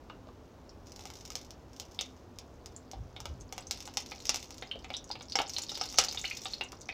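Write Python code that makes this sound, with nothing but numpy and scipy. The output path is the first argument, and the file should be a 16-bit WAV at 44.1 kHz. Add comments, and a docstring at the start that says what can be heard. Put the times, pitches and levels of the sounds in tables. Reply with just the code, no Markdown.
"""Mustard seeds heat in a little oil in a steel pan: their coats snap as noise cracks that knock the pan.
Steam bubbles tear the oil film and ring as rising sines; larger pockets plop, low and hollow.
Beneath, a fine sizzle of random spits comes and goes, and blips of tiny bubbles simmer.
A soft spatula adds a little low rumble, over the steady filtered-noise rush of the stove.
The microphone is close to the pan, in a small kitchen."""
import sys
import numpy as np
from scipy import signal
from scipy.fft import rfft, irfft, next_fast_len
from scipy.io import wavfile

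SR = 44100
rng = np.random.default_rng(int(sys.argv[2]) if len(sys.argv) > 2 else 0)


def transcribe(u):
    """Save the signal u as a 16-bit wav file named by the first command-line argument.

    u: samples, shape (n,) or (channels, n), limited to [-1, 1]; the rate is SR.
    q: integer samples, one column per channel.
    """
    v = np.clip(np.atleast_2d(u).T, -1, 1)
    q = np.round(v * 32767).astype(np.int16)
    wavfile.write(sys.argv[1], SR, q)


N = 306009
TIME = np.arange(N) / SR  # seconds
AGE = np.arange(SR // 4) / SR  # seconds since the start of one event


def amp(db):
    """Decibels to gain."""
    return 10 ** (np.asarray(db) / 20)


def unit(x):
    """Scaled to rms 1."""
    return x / np.sqrt(np.mean(x ** 2) + 1e-20)


def packet(x):
    """Scaled to energy 1."""
    return x / (np.linalg.norm(x) + 1e-12)


def along(points, hz):
    """(Hz, value) points read on a log frequency axis."""
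    point_hz, values = np.transpose(points)
    return np.interp(np.log(hz + 1), np.log(point_hz), values)


def fade(t, t60):
    """Exponential decay, 60 dB in t60 seconds."""
    return np.exp(-np.log(1000) * t / t60)


def coloured(x, spectrum, modes=()):
    """x through a causal minimum-phase filter: a smooth spectrum with resonances and notches on top."""
    size = 2 * next_fast_len(len(x))
    f = np.fft.rfftfreq(size, 1 / SR)
    level_db = along(spectrum, f)
    for hz, width, db in modes:
        level_db = level_db + db / (1 + (2 * (f - hz) / width) ** 2)
    # folding the cepstrum onto positive time makes the filter causal
    cepstrum = irfft(np.log(amp(level_db)))
    cepstrum[1:size // 2] *= 2
    cepstrum[size // 2 + 1:] = 0
    response = np.exp(rfft(cepstrum))
    return irfft(rfft(x, size) * response, size)[:len(x)]


def burst(t60, spray):
    """A sudden crack, one impulse, with a short decaying spray of noise."""
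    x = spray * packet(rng.standard_normal(len(AGE)) * fade(AGE, t60))
    x[0] += 1
    return x


def add(track, s, sound):
    """Mix a sound into the track at time s."""
    part = track[max(round(s * SR), 0):][:len(sound)]
    part += sound[:len(part)]


def specks(rate, spread_db):
    """Random impulses of very unequal size, rate per second on average, rms 1."""
    sizes = amp(spread_db * np.minimum(rng.standard_normal(N), 2))
    present = rng.random(N) < rate / SR
    return unit(sizes * present * rng.choice([-1, 1], N))


def scattered(start, end, count):
    """Irregular times, spread over the whole stretch."""
    return start + (np.arange(count) + rng.random(count)) * (end - start) / count


# How long the kitchen rings on. Each row: frequency in Hz, t60 in seconds.
KITCHEN_DECAY = [(300, 0.18), (3000, 0.23), (7000, 0.11), (15000, 0.063)]


def echoes(x, bounce=0.14, bounce_s=.00139, bowl_db=-4, bowl_t60=0.046, room_db=-8):
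    """Direct sound, a bounce off the pan's floor, a quick scatter between its walls, then the kitchen."""
    bowl = rng.standard_normal(len(AGE)) * fade(AGE, bowl_t60) * (AGE > bounce_s)
    # kitchen tail: noise whose bands die away at their own rates
    hz, t, bands = signal.stft(rng.standard_normal(len(AGE)), SR, nperseg=256)
    decays = fade(t, along(KITCHEN_DECAY, hz)[:, None])
    room = signal.istft(bands * decays, SR, nperseg=256)[1][:len(AGE)]
    room = room * (AGE > .005)
    response = amp(bowl_db) * packet(bowl) + amp(room_db) * packet(room)
    response[0] += 1
    response += bounce * np.pad(response, (round(bounce_s * SR), 0))[:len(AGE)]
    return signal.fftconvolve(x, packet(response))[:len(x)]


# Tone of the stove's rush. Each row: frequency in Hz, relative density in dB per Hz.
STOVE_SPECTRUM = [(25, -14), (48, 1.5), (80, 2.5), (160, -7.5), (300, -5), (550, -9.5), (1000, -15),
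                  (2000, -28), (6500, -34.5), (9000, -46.5), (16000, -44.5)]


def stove(level_db=-53, drone_db=-65, drone_hz=256, width_hz=7):
    """The steady rush of the stove as shaped noise, with a faint wavering drone of narrow-band noise."""
    rush = unit(coloured(rng.standard_normal(N), STOVE_SPECTRUM))
    resonance = signal.iirpeak(drone_hz, drone_hz / width_hz, SR)
    drone = unit(signal.lfilter(*resonance, rng.standard_normal(N)))
    return amp(level_db) * rush + amp(drone_db) * drone


# Strokes of the spatula. Each row: centre in seconds, length in seconds, rumble level in dB.
STROKES = [(3.011, 0.1, -42), (3.326, 0.31, -44)]


def stirring():
    """Low, lumpy rumble that swells and fades with each stroke of the spatula."""
    low = [(25, -32), (50, 1.5), (75, 1.0), (130, -7), (300, -46), (1000, -80)]  # Hz, relative dB
    rumble = unit(coloured(rng.standard_normal(N), low))
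    strokes = sum(amp(db) * np.exp(-(2 * (TIME - s) / length) ** 2) for s, length, db in STROKES)
    return rumble * strokes


# Spells in which moisture fries in the oil.
# Each row: time of full strength in seconds, length held in seconds, relative level in dB.
FRYING_SPELLS = [(.88, .47, -60), (1.749, .2, -64), (3.759, .62, -59), (5.54, .9, -54)]
SPELL_ATTACK_S, SPELL_T60_S = 0.052, .7  # rise before full strength, release after the hold
IDLE_DB = -80.5  # relative level of the frying between spells
FLARE_DB, FLARE_T60_S = -52.5, 0.87  # juice freed by a listed snap fries too: level over its click, decay


def frying():
    """How hard the moisture fries, as a gain: a few spells, and a dying flare after each listed snap."""
    power = np.full(N, amp(IDLE_DB) ** 2)
    for s, length, db in FRYING_SPELLS:
        rise = np.clip((TIME - s) / SPELL_ATTACK_S + 1, 0, 1)
        release = fade(np.maximum(TIME - s - length, 0), SPELL_T60_S)
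        power += (amp(db) * rise * release) ** 2
    for s, db, _ in LOUD_SNAPS:
        flare = amp(db + FLARE_DB) * fade(TIME[:SR], FLARE_T60_S)
        add(power, s, flare ** 2)
    return np.sqrt(power)


# Tone of a crack or spit, shared by sizzle and snaps. Each row: frequency in Hz, relative density in dB per Hz.
CRACK_SPECTRUM = [(200, -12.5), (1500, -18.5), (2500, -8.5), (4400, -4.5), (5450, 2.5), (6500, -1),
                  (8600, -15.5), (10500, -19.5), (12200, -23), (14500, -13), (16500, -43)]


def sizzle(level_db=-1.5):
    """Countless tiny, bright spits of moisture: random impulses that follow the frying."""
    spits = unit(coloured(specks(rate=350, spread_db=8), CRACK_SPECTRUM))
    return echoes(spits * frying() * amp(level_db))


# Strength of the simmering around the seeds. Each row: time in seconds, relative level in dB.
SIMMER_LEVEL = [(3.3, -71.5), (3.85, -57.5), (4.2, -59.5), (4.76, -64), (5.41, -55), (5.52, -46.5),
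                (6.24, -46), (6.74, -61), (6.94, -48)]
SIMMER_GROWS_DB_PER_S = 4  # before the first row, while the oil is still heating up


def boiling():
    """How hard the oil simmers, as a gain; it dies away towards the cooler beginning."""
    s, db = np.transpose(SIMMER_LEVEL)
    cooler_db = SIMMER_GROWS_DB_PER_S * np.maximum(s[0] - TIME, 0)
    return amp(np.interp(TIME, s, db) - cooler_db)


def cavity(hz, cycles, rise, swell):
    """An open bubble rings, 60 dB down in so many cycles; its pitch shoots up as the hole widens."""
    closed = np.exp(-AGE * hz / swell)
    pitch = hz * (1 - rise * closed)
    tone = np.sin(2 * np.pi * np.cumsum(pitch) / SR)
    return packet(tone * (1 - closed) * fade(AGE, cycles / hz))


def simmer(level_db=-2.5, low_hz=4600, high_hz=7200, count=9):
    """Tiny steam bubbles of many sizes, each a separate short blip."""
    pips = np.zeros(N)
    for hz in np.geomspace(low_hz, high_hz, count):
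        bursts = specks(rate=14, spread_db=6)
        blip = cavity(hz, cycles=16, rise=.15, swell=2)
        pips += signal.oaconvolve(bursts, blip)[:N]
    return echoes(unit(pips) * boiling() * amp(level_db))


# Tone of the kick into the pan. Each row: frequency in Hz, relative density in dB per Hz.
KNOCK_SPECTRUM = [(100, -30.5), (350, -1.5), (850, 3.5), (1800, -6.5), (2600, -2.5), (3700, 0.5),
                  (5000, -7), (9000, -32)]
# Resonances of the pan, and the notches between them. Each row: frequency in Hz, width in Hz, boost in dB.
PAN_MODES = [(530, 130, 4), (645, 80, -10), (770, 140, 8), (1080, 90, -5), (1270, 240, 4), (2230, 170, 5)]


def knock():
    """A burst kicks the pan, which rings briefly, damped by the oil."""
    kick = burst(t60=.03, spray=.6)
    return packet(coloured(kick, KNOCK_SPECTRUM, PAN_MODES))


def small_bubbles(over_db=33, low_hz=3800, high_hz=8000, db_per_octave=-2, tear_db=-2, knock_db=-19, count=34):
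    """Middling bubbles burst at random once the oil is hot; the larger, the lower and louder."""
    track, strength, thud = np.zeros(N), boiling(), knock()
    times = scattered(3.4, N / SR, count)
    for s, smallness in zip(times, np.sqrt(rng.random(count))):
        hz = low_hz * (high_hz / low_hz) ** smallness
        around = [(hz / 4, -24), (hz, 0), (hz * 2, -26)]
        tear = packet(coloured(burst(t60=0.016, spray=1.1), around))
        ring = cavity(hz, cycles=52, rise=0.22, swell=2.3)
        pip = ring + amp(tear_db) * tear + amp(knock_db) * thud
        size_db = over_db + db_per_octave * np.log2(hz / low_hz)
        add(track, s, np.interp(s, TIME, strength) * amp(size_db) * pip)
    return echoes(track)


# Low, hollow plops. Each row: start in seconds, relative energy in dB, settled pitch in Hz.
LOW_PLOPS = [(0.1, -20.5, 1250), (.272, -24.5, 630), (.288, -28.5, 1140), (2.934, -17, 785),
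             (4.757, -16.5, 533), (5.103, -15, 840), (5.4015, -4, 820), (6.73, -22.5, 1165)]


def plops():
    """Larger pockets in the oil ring low and hollow, with some knock of the pan."""
    track = np.zeros(N)
    for s, db, hz in LOW_PLOPS:
        plop = cavity(hz, cycles=11.0, rise=0.042, swell=0.1) + 0.37 * knock()
        add(track, s, amp(db) * echoes(plop))
    return track


# The loudest bubbles, with some broad dull pops and one dull snap (at 5.3554 s).
# Each row: start in seconds, relative ring energy in dB, relative knock energy in dB, settled pitch in Hz.
BUBBLES_AND_DULL_POPS = [(0.0984, -27, -31.5, 2900), (0.6934, -29, -50.5, 5590), (1.99, -5, -20.5, 3780),
                         (2.7633, -21, -49.5, 7340), (3.1643, -24.5, -18, 3800), (3.4094, -23, -42, 6530),
                         (3.6697, -20.5, -49, 6420), (4.1188, -18.5, -14.5, 2560),
                         (4.269, -12, -45.5, 5700), (4.6241, -23, -13.5, 2130), (4.7132, -9.5, -38, 3180),
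                         (4.8452, -24.5, -19.5, 2680), (4.9035, -26, -11.5, 2550),
                         (4.9395, -11, -22.5, 3800), (4.9466, -14, -42, 3920), (4.9669, -13, -48, 6040),
                         (5.1134, -9, -33, 4920), (5.1549, -26, -18.5, 2820), (5.2096, -29, -18.5, 3940),
                         (5.3217, -10, -43, 4940), (5.3554, 0, -1, 5550), (5.389, -12, 0, 3340),
                         (5.5646, -7.5, -23, 4270), (5.6931, -11.5, -41, 3960),
                         (5.7177, -14.5, -17.5, 5630), (5.8126, -6, -7, 5590), (5.889, -16.5, -46.5, 5760),
                         (5.98, -11, -45, 4610), (6.0847, -7, -19, 4700), (6.1741, -9.5, -21, 3730),
                         (6.2418, -9, -17.5, 2285), (6.251, -10.5, -42, 3010), (6.3108, -10, -36, 2485),
                         (6.4562, -12, -11.5, 3830), (6.5351, -10, -49, 4300), (6.6106, -9.5, -8.5, 2840),
                         (6.8903, -9.5, -15, 2540)]


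def bubbles_and_dull_pops(tear_db=-6, knock_db=-1):
    """A soft tick, as of tearing oil film, and a cavity that rings for a different time in each row."""
    track = np.zeros(N)
    lives = rng.uniform(28, 52, len(BUBBLES_AND_DULL_POPS))  # ringing time in cycles
    for (s, db, push_db, hz), life in zip(BUBBLES_AND_DULL_POPS, lives):
        around = [(hz / 4, -26), (hz * 0.82, -6), (hz, 0), (hz * 1.285, -6), (hz * 1.6, -24), (hz * 4, -42)]
        tear = packet(coloured(burst(t60=0.049, spray=4.5), around))
        pip = cavity(hz, cycles=life, rise=.2, swell=2.2) + amp(tear_db) * tear
        add(track, s, echoes(amp(db) * pip + amp(push_db + knock_db) * knock()))
    return track


def small_snaps(over_db=38, spread_db=6, knock_db=-15, busy_db=-61, count=64):
    """Faint snaps at random moments, crowding where the frying is strong and following its level."""
    track, strength, thud = np.zeros(N), frying(), knock()
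    odds = np.cumsum(np.minimum(strength, amp(busy_db)))  # above busy_db they crowd no further
    times = np.interp(scattered(0, 1, count), odds / odds[-1], TIME)
    for s, weakness in zip(times, rng.random(count)):
        crack = packet(coloured(burst(t60=0.018, spray=0.74), CRACK_SPECTRUM))
        gain = np.interp(s, TIME, strength) * amp(over_db - spread_db * weakness)
        add(track, s, gain * (crack + amp(knock_db) * thud))
    return echoes(track)


# The loudest snaps of seeds and spitting oil.
# Each row: start in seconds, relative click energy in dB, relative knock energy in dB.
LOUD_SNAPS = [(0.9936, -26, -26), (1.055, -20, -19), (1.1024, -23.5, -23), (1.2527, -21.5, -37.5),
              (1.3033, -17.5, -23), (1.3547, -9, -19), (1.507, -22, -46.5), (1.799, -14, -26),
              (2.011, -8.5, -19), (2.3873, -18.5, -32.5), (2.6599, -20.5, -33.5), (2.9145, -21, -40),
              (3.2034, -19, -21), (3.256, -19, -14), (3.5255, -16.5, -16.5), (3.58, -17, -12.5),
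              (3.7107, -5, -18), (3.805, -18.5, -28.5), (3.8763, -25.5, -16.5), (3.9718, -3.5, -10),
              (4.2549, -13.5, -36.5), (4.2934, 2.5, -9.5), (4.3444, -9, -12), (4.3594, -9.5, -34),
              (4.5067, -21, -26), (4.582, -23.5, -41.5), (5.4176, -15, -13), (5.4956, -16, -35),
              (5.5848, -8.5, -16), (5.7745, -23, -18.5), (5.9434, -22, -17.5), (5.986, 10, 5),
              (6.039, -8.5, -29), (6.1475, -18.5, -18), (6.7206, -22, -27)]


def snaps(click_db=1, knock_db=-1, dulling=0.44, typical_db=-14, treble_hz=11000):
    """Each snap is a sharp crack that also knocks the pan; big ones have less treble."""
    track = np.zeros(N)
    for s, db, push_db in LOUD_SNAPS:
        treble_db = -dulling * max(db - typical_db, 0)
        colour = [(hz, level + treble_db * (hz > treble_hz)) for hz, level in CRACK_SPECTRUM]
        crack = packet(coloured(burst(t60=0.0099, spray=0.3), colour))
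        add(track, s, echoes(amp(db + click_db) * crack + amp(push_db + knock_db) * knock()))
    return track


def scene():
    """Everything at one microphone above the pan."""
    background = stove() + stirring() + sizzle() + simmer()
    pops = small_bubbles() + plops() + bubbles_and_dull_pops() + small_snaps() + snaps()
    return (background + pops)[None]


def record(dry, ceiling=.75, top_hz=15800):
    """Soft limit on the very loudest peaks, then a steep low-pass at top_hz."""
    rounded = ceiling * np.tanh(dry / ceiling)
    low_pass = signal.ellip(10, .1, 80, top_hz, fs=SR, output="sos")
    return signal.sosfilt(low_pass, rounded)


dry = scene()
out = record(dry)
transcribe(out)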